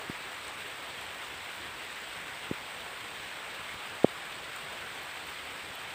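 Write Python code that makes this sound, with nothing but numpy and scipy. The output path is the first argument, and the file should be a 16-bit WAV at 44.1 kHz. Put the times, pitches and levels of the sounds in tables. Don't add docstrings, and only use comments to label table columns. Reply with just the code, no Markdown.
import sys
import numpy as np
from scipy import signal
from scipy.io import wavfile
from scipy.ndimage import uniform_filter1d

SR = 44100
rng = np.random.default_rng(int(sys.argv[2]) if len(sys.argv) > 2 else 0)


def wav_record(signal):
    frames = np.transpose(np.atleast_2d(signal))
    bounded = np.clip(frames, -1, 1)
    quanta = np.round(bounded * 32767).astype(np.int16)
    wavfile.write(sys.argv[1], SR, quanta)


N = 261954

# f/Hz, relative level/dB
WASH_EQ = [(27, -44), (45, -9.5), (90, -5), (220, -8.5), (420, -4), (800, -2), (1600, -0.85), (2300, -1),
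           (3500, -6), (5100, -17), (6400, -23), (8200, -21), (11500, -34.5), (15500, -22)]
# f/Hz, relative level/dB
PATTER_EQ = [(150, -26.5), (600, -5.5), (1500, 1), (2500, -0.5), (3600, -2), (5200, -15.5), (6400, -21),
             (8200, -16), (11500, -29), (15500, -16)]
# f/Hz, relative level/dB
SPRAY_EQ = [(1000, -10), (4000, -10), (8000, 3), (11500, 4), (15000, 4)]
# t/s, level/dB of the push before its bass is cut
DRIP_CUES = [(0.097, -15.5), (2.5120, -9.5), (4.0445, 6)]
# t/s, peak level/dB, f/Hz
TICK_CUES = [(0.4704, -36, 2960), (0.4805, -40, 8100), (4.560, -43, 14300), (4.5635, -40.5, 7860),
             (5.032, -45, 13000), (5.7555, -36, 14600)]
# f/Hz, width/Hz, level/dB
PORT_RESONANCES = [(7150, 370, -9.5), (8190, 560, 5), (9100, 220, -5), (11350, 500, -4.5),
                   (13550, 370, -19), (15900, 400, -20)]


def rain_wash(level_db=-43, patchy_db=1.45, swell_db=-0.02, size=2048):
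    hz, hop = np.fft.rfftfreq(size, 1 / SR), size // 4
    frames = N // hop + 5
    real, imag, patches = rng.standard_normal((3, frames, len(hz)))
    patches = uniform_filter1d(patches, size=4, axis=0)
    patches = unit_rms(uniform_filter1d(patches, size=25, axis=1))
    swell = unit_rms(uniform_filter1d(rng.standard_normal(frames), size=10))[:, None]
    spectrum_db = curve_at(WASH_EQ, hz) + patchy_db * patches + swell_db * swell
    spectra = (real + 1j * imag) * gain_of(spectrum_db)
    noise = signal.istft(spectra.T, nperseg=size, noverlap=size - hop)[1][:N]
    return gain_of(level_db) * unit_rms(noise)


def rain_patter(level_db=-47.5):
    drops = shower(per_s=600, spread_db=2.0, cap=3.5, splash_s=0.0034, tail_db=-9.5, tail_s=0.013)
    return gain_of(level_db) * unit_rms(equalise(drops, PATTER_EQ))


def fat_drips(contact_ms=2.354, halving_db=29.5, leak=1.28, rebound=0.27):
    t, out = np.arange(SR // 20) / SR, np.zeros(N)
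    soft_drips = scattered(per_s=0.89, db=-35, spread_db=1)
    for start_s, db in DRIP_CUES + soft_drips:
        contact_hz = 1000 / contact_ms * 2 ** (db / halving_db)
        push = -np.sin(np.pi * np.minimum(t * contact_hz, 1)) ** 2
        leaked = signal.lfilter(*signal.butter(1, leak * contact_hz, "high", fs=SR), push)
        tap = signal.lfilter(*signal.butter(2, rebound * contact_hz, "high", fs=SR), leaked)
        add(out, start_s, gain_of(db) * tap)
    return out


def droplet_ticks(splash_s=0.0011, width_hz=3200):
    t, out = np.arange(SR // 40) / SR, np.zeros(N)
    faint_ticks = [(start_s, db, rng.uniform(12500, 15000))
                   for start_s, db in scattered(per_s=1.2, db=-47, spread_db=2)]
    for start_s, db, hz in TICK_CUES + faint_ticks:
        splash = rng.choice([-1, 1], len(t)) * np.exp(-t / splash_s)
        tick = resonate(resonate(splash, hz, width_hz), hz, width_hz)
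        add(out, start_s, gain_of(db) * tick / abs(tick).max())
    return out


def bubble_plinks(level_db=-58, centre_hz=2900, octaves=0.9, cycles=16, rise=0.006, count=900):
    t, out = np.arange(SR // 20) / SR, np.zeros(N)
    for when, pitch, faintness in rng.random((count, 3)):
        hz = centre_hz * 2 ** (octaves * (2 * pitch - 1))
        age = t * hz / cycles
        ring = np.sin(2 * np.pi * hz * t * (1 + rise * age)) * np.exp(-age)
        accent_db = -1.5 * np.log(faintness + 0.03)
        add(out, when * N / SR, gain_of(accent_db) * ring)
    return gain_of(level_db) * unit_rms(equalise(out, PATTER_EQ))


def fine_spray(level_db=-68.5):
    drops = shower(per_s=130, spread_db=5.0, cap=2.0, splash_s=0.0025, tail_db=-12, tail_s=0.02)
    return gain_of(level_db) * unit_rms(equalise(drops, SPRAY_EQ))


def shower(per_s, spread_db, cap, splash_s, tail_db, tail_s, variants=40):
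    t, out = np.arange(SR // 12) / SR, np.zeros(N)
    accent_db = spread_db * np.minimum(rng.exponential(1, N), cap)
    hits = gain_of(accent_db) * (rng.random(N) < per_s / SR)
    variant = rng.integers(0, variants, N)
    tail = gain_of(tail_db) * np.exp(-t / tail_s)
    for k in range(variants):
        burst = np.exp(-t / (splash_s * 2 ** rng.uniform(-0.59, 1)))
        splash = rng.standard_normal(len(t)) * (burst + tail)
        out += signal.oaconvolve(hits * (variant == k), unit_rms(splash))[:N]
    return out


def scattered(per_s, db, spread_db):
    draws = rng.random((round(per_s * N / SR), 2))
    return [(when * N / SR, db + spread_db * (2 * size - 1)) for when, size in draws]


def equalise(x, curve, size=2048):
    hz = abs(np.fft.fftfreq(size, 1 / SR))
    log_gain = np.log(gain_of(curve_at(curve, hz)))
    response = np.fft.ifft(np.exp(np.conj(signal.hilbert(log_gain)))).real
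    return signal.oaconvolve(x, response[:size // 2])[:N]


def curve_at(curve, hz):
    curve_hz, db = np.transpose(curve)
    return np.interp(np.log(hz + 1), np.log(curve_hz + 1), db)


def resonate(x, hz, width_hz):
    return signal.lfilter(*signal.iirpeak(hz, hz / width_hz, SR), x)


def gain_of(db):
    return 10 ** (np.asarray(db) / 20)


def unit_rms(x):
    return x / np.sqrt(np.mean(x ** 2) + 1e-20)


def add(mix, start_s, sound):
    part = mix[max(round(start_s * SR), 0):][:len(sound)]
    part += sound[:len(part)]


def scene():
    rain = rain_wash() + rain_patter() + bubble_plinks()
    return (rain + fine_spray() + droplet_ticks() + fat_drips())[None]


def record(dry, low_cut_hz=30, high_cut_hz=15500):
    ringing = sum(gain_of(db) * resonate(dry, hz, width) for hz, width, db in PORT_RESONANCES)
    trimmed = signal.lfilter(*signal.butter(2, low_cut_hz, "high", fs=SR), dry + ringing)
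    high_cut = signal.firwin(511, high_cut_hz, window=("kaiser", 9), fs=SR)
    return signal.oaconvolve(trimmed, high_cut[None], "same")


dry = scene()
out = record(dry)
wav_record(out)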